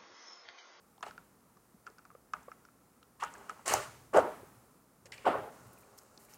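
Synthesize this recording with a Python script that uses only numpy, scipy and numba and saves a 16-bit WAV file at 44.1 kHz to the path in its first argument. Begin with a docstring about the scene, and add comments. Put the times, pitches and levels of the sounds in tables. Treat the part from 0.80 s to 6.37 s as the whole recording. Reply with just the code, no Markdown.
"""Over a steady bed of room tone, a laptop is put back together on a desk in a small quiet room.
Scattered finger and tool taps ring the metal case; from 2.4 s it is dragged and knocked, then bumped hardest
near 3.3 s. After a lull come more knocks at 4.3 s, then a faint slide, bright ticks and rustling parts.
Noise bursts and tiny impacts drive resonances; a noise gate lets the room tone swell after each loud sound."""
import sys
import numpy as np
from scipy import signal
from scipy.fft import rfft, irfft
from scipy.io import wavfile
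from scipy.ndimage import uniform_filter1d
from numba import njit

SR = 44100
rng = np.random.default_rng(int(sys.argv[2]) if len(sys.argv) > 2 else 0)


def put_to_file(sound):
    """Save the sound as 16-bit audio at rate SR, in the file named by the first command-line argument."""
    columns = np.atleast_2d(sound).T  # one column per channel
    safe = np.clip(columns, -1, 1)
    whole_steps = np.round(safe * 32767)
    wavfile.write(sys.argv[1], SR, whole_steps.astype(np.int16))


def voltage_ratio(decibels):
    """Convert decibels (scalar or array-like) to amplitude ratios, 20 dB per decade."""
    exponent = np.asarray(decibels, float) / 20
    return 10 ** exponent


N = 245637  # length in samples
# All source levels below are set ahead of the gate.


def unit(x):
    """Scales a sound to rms 1."""
    return x / np.sqrt(np.mean(x ** 2))


def band(x, hz, width_hz):
    """Two-pole band-pass: a single resonance with gain 1 near its centre."""
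    g = np.tan(np.pi * min(width_hz, 0.4 * SR) / SR)
    return signal.lfilter([g, 0, -g], [1 + g, -2 * np.cos(2 * np.pi * hz / SR), 1 - g], x)


def steep(x, hz, width_hz):
    """The band-pass applied twice, for steeper skirts."""
    return band(band(x, hz, width_hz), hz, width_hz)


def ring_width_hz(t60_s):
    """Bandwidth of a resonance that dies away by 60 dB in t60_s."""
    return np.log(1000) / np.pi / t60_s


def peaks(x, table):
    """Sum of parallel resonances, alternating in sign."""
    out = 0
    for k, (hz, width_hz, level_db) in enumerate(table):
        out = out + (-1) ** k * voltage_ratio(level_db) * band(x, hz, width_hz)
    return out


def grit(rate_hz, spread_db):
    """Dense tiny impacts of random sign, a few much larger than the rest."""
    chance, sign, size = rng.random((3, N))
    hits = chance < rate_hz / SR
    return hits * np.sign(sign - 0.5) * voltage_ratio(-spread_db * np.log(size))


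def contacts(rows, attack_s, fade_s, linger):
    """Each contact builds up, holds and lets go, longer ones more slowly; one envelope per level column."""
    t = np.arange(N) / SR
    power = 0
    for start_s, hold_s, *level_db in rows:
        rise = np.clip((t - start_s) / attack_s, 0, 1)
        fall = np.exp(-np.maximum(t - start_s - hold_s, 0) / (fade_s + linger * hold_s))
        power = power + np.outer(voltage_ratio(level_db), rise * fall) ** 2
    return np.sqrt(power)


def add(out, start_s, sound, peak_db):
    """Mixes a short sound in at its peak level."""
    i = int(start_s * SR)
    scaled = sound * voltage_ratio(peak_db) / np.abs(sound).max()
    out[i:i + len(sound)] += scaled[:N - i]


# spectrum of the air noise: pitch_hz [Hz], relative level_db [dB]
AIR_SPECTRUM = [(15, -40.5), (25, -44), (48, -3), (134, -9.5), (157, -1.5), (270, -1), (301, -6.5),
                (489, -6.5), (575, -10), (1260, -10.5), (1370, -10.5), (1480, -16), (3340, -27.5),
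                (9570, -21), (16000, -25)]
# mains hum: pitch_hz [Hz], rms level_db [dB]
MAINS_HUM = [(60, -103), (120, -80)]


def room_tone():
    """Distant fans and the microphone's own hiss are shaped noise; mains hum is a pair of sines."""
    pitch_hz, level_db = np.transpose(AIR_SPECTRUM)
    f = np.maximum(np.arange(N // 2 + 1) * SR / N, 1)
    shape = voltage_ratio(np.interp(np.log(f), np.log(pitch_hz), level_db))
    air = irfft(rfft(rng.standard_normal(N)) * shape, N)
    t = np.arange(N) / SR
    hum = sum(np.sqrt(2) * voltage_ratio(db) * np.sin(2 * np.pi * hz * t) for hz, db in MAINS_HUM)
    return unit(air) * voltage_ratio(-66) + hum


# how long the room rings: pitch_hz [Hz], t60_s [s]
ROOM_DECAY = [(150, 0.29), (600, 0.62), (2500, 0.91), (7000, 1), (14000, 0.45)]


def room(x, build_s=0.0027):
    """Diffuse tail of a small furnished room: each half octave's energy builds up, then dies away as noise."""
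    pitch_hz, t60_s = np.transpose(ROOM_DECAY)
    out = np.zeros(N)
    for hz in 100 * 2 ** np.arange(0, 7.4, 0.5):
        band_t60_s = np.interp(np.log(hz), np.log(pitch_hz), t60_s)
        keep = 1000 ** (-2 / band_t60_s / SR)  # share of the energy left after one sample
        rise = np.exp(-1 / build_s / SR)
        poles = np.convolve([1, -keep], [1, -rise])
        energy = signal.lfilter([(1 - keep) * (1 - rise)], poles, steep(x, hz, hz / 2) ** 2)
        noise = unit(steep(rng.standard_normal(N), hz, hz / 2))
        out += np.sqrt(np.abs(energy)) * noise
    return out


# the two lowest modes of the desk top: pitch_hz [Hz], width_hz [Hz], relative level_db [dB]
DESK_MODES = [(54, 10, -7.5), (118, 16, 11)]
# arms leaning and shifting on the desk top: start_s [s], hold_s [s], level_db [dB]
ARM_CONTACTS = [(2.42, 0.42, -77), (2.89, 0.077, -54.5), (3.0, 0.4, -67), (3.34, 0.066, -57.5),
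                (3.6, 0.074, -68), (3.76, 0.016, -64), (3.9, .15, -83), (4.17, 0.22, -69),
                (4.45, 0.034, -57), (4.52, 0.074, -61), (4.8, 0.067, -63.5), (4.98, 0.02, -65),
                (5.09, 0.021, -64), (5.15, 0.5, -83)]


def lean():
    """Soft arm contacts make the desk top hum in its two lowest modes."""
    push = band(rng.standard_normal(N), 60, 100)
    hum = unit(peaks(push, DESK_MODES))
    return hum * contacts(ARM_CONTACTS, attack_s=0.038, fade_s=0.02, linger=0.1)[0]


# fingers rustling over small parts: start_s [s], hold_s [s], level_db [dB]
RUSTLES = [(4.867, 0.0089, -71), (4.926, 0.0093, -64), (4.978, 0.014, -67), (5.004, 0.0076, -62.5),
           (5.175, 0.01, -56.5), (5.215, .006, -68), (5.39, 0.067, -66.5), (5.49, 0.063, -66)]


def rustle():
    """Skin on small metal parts gives a fine crackle of treble impacts."""
    crackle = unit(steep(grit(8300, 2.9), 12000, 9000))
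    return crackle * contacts(RUSTLES, attack_s=0.0047, fade_s=0.0071, linger=0.12)[0]


# scraping resonances of the case edge: pitch_hz [Hz], width_hz [Hz], relative level_db [dB]
EDGE_SCRAPE = [(1870, 540, 11.5), (2350, 290, 11.5), (2798, 560, 9)]
# its brighter, hissing resonances: pitch_hz [Hz], width_hz [Hz], relative level_db [dB]
EDGE_SHEEN = [(3820, 900, 8), (5560, 1800, 14.5), (6480, 1900, 19), (8120, 3930, 12.5), (11100, 2500, -4.5),
              (13500, 3000, -7)]
# metal ticking on metal: start_s [s], peak_db [dB], pitch_hz [Hz]
METAL_TICKS = [(0.179, -57.5, 4030), (0.207, -56, 5630), (0.227, -38.5, 3200), (0.226, -41, 6460),
               (0.264, -50, 3810), (0.281, -56, 4090), (0.308, -54, 4030), (0.377, -56, 4640),
               (0.769, -63.5, 4200), (1.066, -48.5, 4700), (1.1, -57, 4400), (1.183, -53.5, 5000),
               (1.251, -57, 5000), (1.535, -44, 5940), (1.534, -44, 4520), (1.63, -59.5, 6300),
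               (1.715, -60, 5210), (1.851, -56, 5200), (2.228, -52, 3530), (2.427, -44, 3030),
               (2.436, -41, 5500), (2.436, -44, 8850), (2.447, -47, 7000), (2.538, -46, 6950),
               (2.581, -56.5, 7710), (2.694, -48.5, 5800), (2.694, -45.5, 8700), (2.878, -26, 8090),
               (2.937, -25, 6260), (2.937, -28.5, 12500), (3.372, -41, 8200), (4.256, -45.5, 5600),
               (4.32, -37, 4160), (4.378, -49, 4300), (5.184, -50.5, 7920), (5.187, -43, 5270),
               (5.218, -62, 7500), (5.375, -44.5, 4520), (5.536, -45, 5870)]


def ticks():
    """About a millisecond of rough contact excites the bright resonances of the case edge."""
    out, t = np.zeros(N), np.arange(2000) / SR
    for start_s, peak_db, pitch_hz in METAL_TICKS:
        contact = rng.standard_normal(len(t)) * t * np.exp(-t / 0.0009)
        edge = peaks(contact, EDGE_SCRAPE + EDGE_SHEEN)
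        add(out, start_s, steep(edge, pitch_hz, 0.41 * pitch_hz), peak_db)
    return out


# what the case and desk ring with: pitch_hz [Hz], relative level_db [dB], t60_s [s]
CASE_MODES = [(189.5, 2, 0.15), (279, 5, 0.23), (400.2, 4, 0.16), (465.4, 6.5, 0.069), (540, -4, 0.17),
              (615, 11, 0.25), (690, 0, 0.43), (735, 10.5, 0.096), (848.7, 10, 0.15), (939, 8.5, 0.35),
              (1084, 2.5, 0.31), (1204, 5.5, 0.16), (1296, 5.5, 0.52), (1352, 8, 0.11), (1455, 6.5, 0.18),
              (1720, 4, 0.064), (2018, -27.5, .06), (2340, -0.5, 0.047), (2740, 3, 0.14)]


def case(force):
    """Every mode of the case rings on after a push."""
    return peaks(force, [(hz, ring_width_hz(t60_s), db) for hz, db, t60_s in CASE_MODES])


# the case dragged, bumped or set down:
# start_s [s], hold_s [s], relative rumble_db [dB], panels_db [dB over the rumble]
CASE_SHAKES = [(0.224, 0.0092, -49, 13), (0.257, 0.016, -48.5, 6), (1.06, 0.024, -56, 1),
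               (2.393, 0.041, -64.5, 18.5), (2.425, 0.0087, -41.5, 12.5), (2.446, 0.044, -71, 18),
               (2.516, .18, -58.5, 1), (2.685, 0.031, -54.5, 7), (2.748, 0.063, -61.5, 2.5),
               (2.852, 0.057, -40, 0.5), (2.897, 0.062, -40.5, 3), (2.98, 0.026, -47, 3),
               (3.015, 0.067, -61.5, 9.5), (3.33, .052, -25.5, -5.5), (3.408, 0.066, -41.5, -10),
               (4.249, 0.013, -50, -11), (4.278, 0.13, -59, -2), (4.444, 0.04, -31.5, -3),
               (4.461, 0.031, -30.5, -8), (4.483, 0.068, -39, -0.5), (4.551, 0.039, -40.5, -4),
               (4.582, 0.1, -48.5, -9.5), (4.72, 1, -62, -2)]
# its edge rubbing on the desk: start_s [s], hold_s [s], scrape_db [dB], hiss_db [dB]
EDGE_RUBS = [(.229, 0.0024, -42, -56), (.25, .04, -63, -68.5), (1.06, 0.016, -68, -70),
             (1.537, 0.0015, -56, -73), (2.398, 0.037, -53, -60), (2.44, 0.039, -61.5, -76),
             (2.5, 0.21, -73, -74), (2.69, .015, -59.5, -67), (2.72, 0.13, -77.5, -76),
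             (2.856, 0.037, -49.5, -46), (2.877, 0.059, -45.5, -45.5), (2.945, 0.03, -53.5, -53.5),
             (2.97, 0.069, -58, -60), (3.333, 0.06, -55, -59.5), (3.362, 0.0098, -51.5, -59.5),
             (4.255, .012, -61, -61.5), (4.318, 0.026, -53.5, -60.5), (4.35, 0.087, -63, -70),
             (4.452, 0.031, -50, -65), (4.49, 0.041, -58, -77), (4.55, 0.087, -71, -85),
             (4.72, 0.46, -80.5, -75), (5.176, 0.011, -71.5, -63), (5.39, 0.062, -76, -71),
             (5.2, 0.27, -81.5, -74), (5.49, 0.064, -68.5, -66.5)]


def slides():
    """Stick-slip impacts shake the case, which rings on; the rubbing edge scrapes and hisses."""
    low = unit(steep(steep(grit(4000, 1.5), 493, 870), 493, 870))
    upper = unit(steep(steep(grit(4000, 1.5), 1146, 810), 1223, 1300))
    shakes = [(start_s, hold_s, db, db + over_db) for start_s, hold_s, db, over_db in CASE_SHAKES]
    rumble, panels = contacts(shakes, attack_s=0.009, fade_s=0.0029, linger=0.2)
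    push = rumble * low + panels * upper
    ringing = case(push) / np.std(case(low))

    rub = grit(12000, 1.7)
    scrape_level, hiss_level = contacts(EDGE_RUBS, attack_s=0.0037, fade_s=0.0043, linger=0.22)
    scrape = scrape_level * unit(band(peaks(rub, EDGE_SCRAPE), 2430, 1700))
    hiss = hiss_level * unit(peaks(rub, EDGE_SHEEN))
    return 0.37 * ringing + 0.41 * push + scrape + hiss


# finger and tool taps on the case: start_s [s], peak_db [dB], pitch_hz of the loudest ring [Hz]
CASE_TAPS = [(0.18, -52, 800), (0.207, -48, 1010), (0.227, -29.5, 1192), (0.233, -38.5, 737),
             (0.264, -39.5, 715), (0.281, -45, 834), (0.289, -52, 890), (0.309, -45, 1420),
             (0.378, -40.5, 1400), (0.769, -54.5, 1140), (0.943, -50.5, 200), (1.066, -38, 1400),
             (1.073, -38.5, 1340), (1.1, -54.5, 404), (1.182, -49.5, 1430), (1.19, -47.5, 1340),
             (1.251, -46.5, 1330), (1.302, -47.5, 1250), (1.313, -52, 1150), (1.255, -51.5, 1150),
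             (1.349, -46, 506), (1.35, -47.5, 1200), (1.535, -25, 1217), (1.535, -44, 2550),
             (1.537, -35, 1410), (1.554, -49.5, 1250), (1.565, -47, 1140), (1.619, -61, 853),
             (1.68, -43, 505), (1.683, -44, 1120), (1.716, -40, 1300), (1.72, -57, 2080), (1.85, -50, 1390),
             (1.886, -54, 1350), (2.227, -52.5, 1330), (2.422, -30, 1134), (2.426, -27.5, 914),
             (2.436, -30, 1250), (2.446, -43, 1110), (2.458, -42, 1250), (2.539, -51.5, 1190),
             (2.552, -46, 1643), (2.581, -55, 876), (2.61, -48.5, 850), (2.695, -30, 1280),
             (2.716, -53.5, 1200), (2.792, -49, 930), (2.877, -34.5, 715), (2.92, -31, 724),
             (2.938, -23, 788), (3.346, -23.5, 415), (3.361, -22.5, 607), (3.371, -21.5, 630),
             (3.382, -20, 615), (3.388, -27, 590), (3.63, -51, 393), (4.258, -56, 398),
             (4.322, -39.5, 2060), (4.332, -48, 2300), (4.381, -45.5, 2400), (4.466, -22, 740),
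             (4.47, -38, 286), (4.474, -24.5, 710), (4.5, -37.5, 282), (4.486, -27, 735), (4.553, -32, 600),
             (4.975, -60, 2490), (5.032, -58, 2400), (5.374, -58, 340), (5.485, -56.5, 2300)]


def taps(case_db=-12, knock_db=-17, overtone=1.8, bounce_s=0.0023, panel_t60_s=0.02):
    """A soft blow with quick bounces rings the nearest panel, its overtone and the whole case."""
    out, t = np.zeros(N), np.arange(6000) / SR
    for start_s, peak_db, pitch_hz in CASE_TAPS:
        bounces = 0.036 * rng.standard_normal(len(t)) * np.exp(-t / bounce_s)
        force = (t == t[40]) + bounces  # one blow among the bounces
        push = steep(force, pitch_hz, 1.1 * pitch_hz)
        panel = unit(band(push, pitch_hz, ring_width_hz(panel_t60_s)))
        body = voltage_ratio(case_db) * unit(case(push))
        knock = voltage_ratio(knock_db) * unit(steep(force, overtone * pitch_hz, 0.45 * pitch_hz))
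        add(out, start_s, panel + body + knock, peak_db)
    return out


def scene():
    """Nearly mono mix: a very faint side signal holds a little of the mid, its upper range and hiss."""
    close = taps() + ticks() + rustle()
    desk = slides() + lean()
    # sounds that shake the whole desk drive the room harder
    tail = room(voltage_ratio(-19.5) * close + voltage_ratio(-15) * desk)
    mid = close + desk + tail + room_tone()
    upper = np.gradient(band(mid, 2700, 2300))
    side_hiss = band(rng.standard_normal(N), 12000, 9000)
    side = -voltage_ratio(-40.5) * mid + voltage_ratio(-21) * upper + voltage_ratio(-85.5) * side_hiss
    return np.array([mid + side, mid - side])


@njit
def follow(x, attack, release):
    """Level follower with separate rates for rising and sinking."""
    level, out = 0., np.empty(len(x))
    for i in range(len(x)):
        rate = attack if abs(x[i]) > level else release
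        level += (abs(x[i]) - level) * rate
        out[i] = level
    return out


def gate(dry):
    """Noise gate: gain opens by degrees as the followed level rises above the room tone."""
    shut_db, slope_db_per_db, depth_db = -60, 0.4, 9
    attack_s, release_s = 0.09, 0.17
    smooth = np.sqrt(uniform_filter1d(dry[0] ** 2, size=400) + 1e-14)
    level = follow(smooth, 1 / (attack_s * SR), 1 / (release_s * SR))
    level_db = 20 * np.log10(level + 1e-7)
    gain_db = np.clip(slope_db_per_db * (level_db - shut_db), 0, depth_db)
    return dry * voltage_ratio(gain_db)


def band_limit(x):
    """A steep low-pass at the top of the band."""
    return signal.sosfilt(signal.butter(12, 16500, fs=SR, output="sos"), x)


def record(dry):
    """The gate rides the level, then a steep low-pass cuts the top."""
    low_pass = signal.ellip(8, 0.2, 70, 15800, fs=SR, output="sos")  # edge at 15800 Hz
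    mix = signal.sosfilt(low_pass, gate(dry))
    return band_limit(mix)


dry = scene()
out = record(dry)
put_to_file(out)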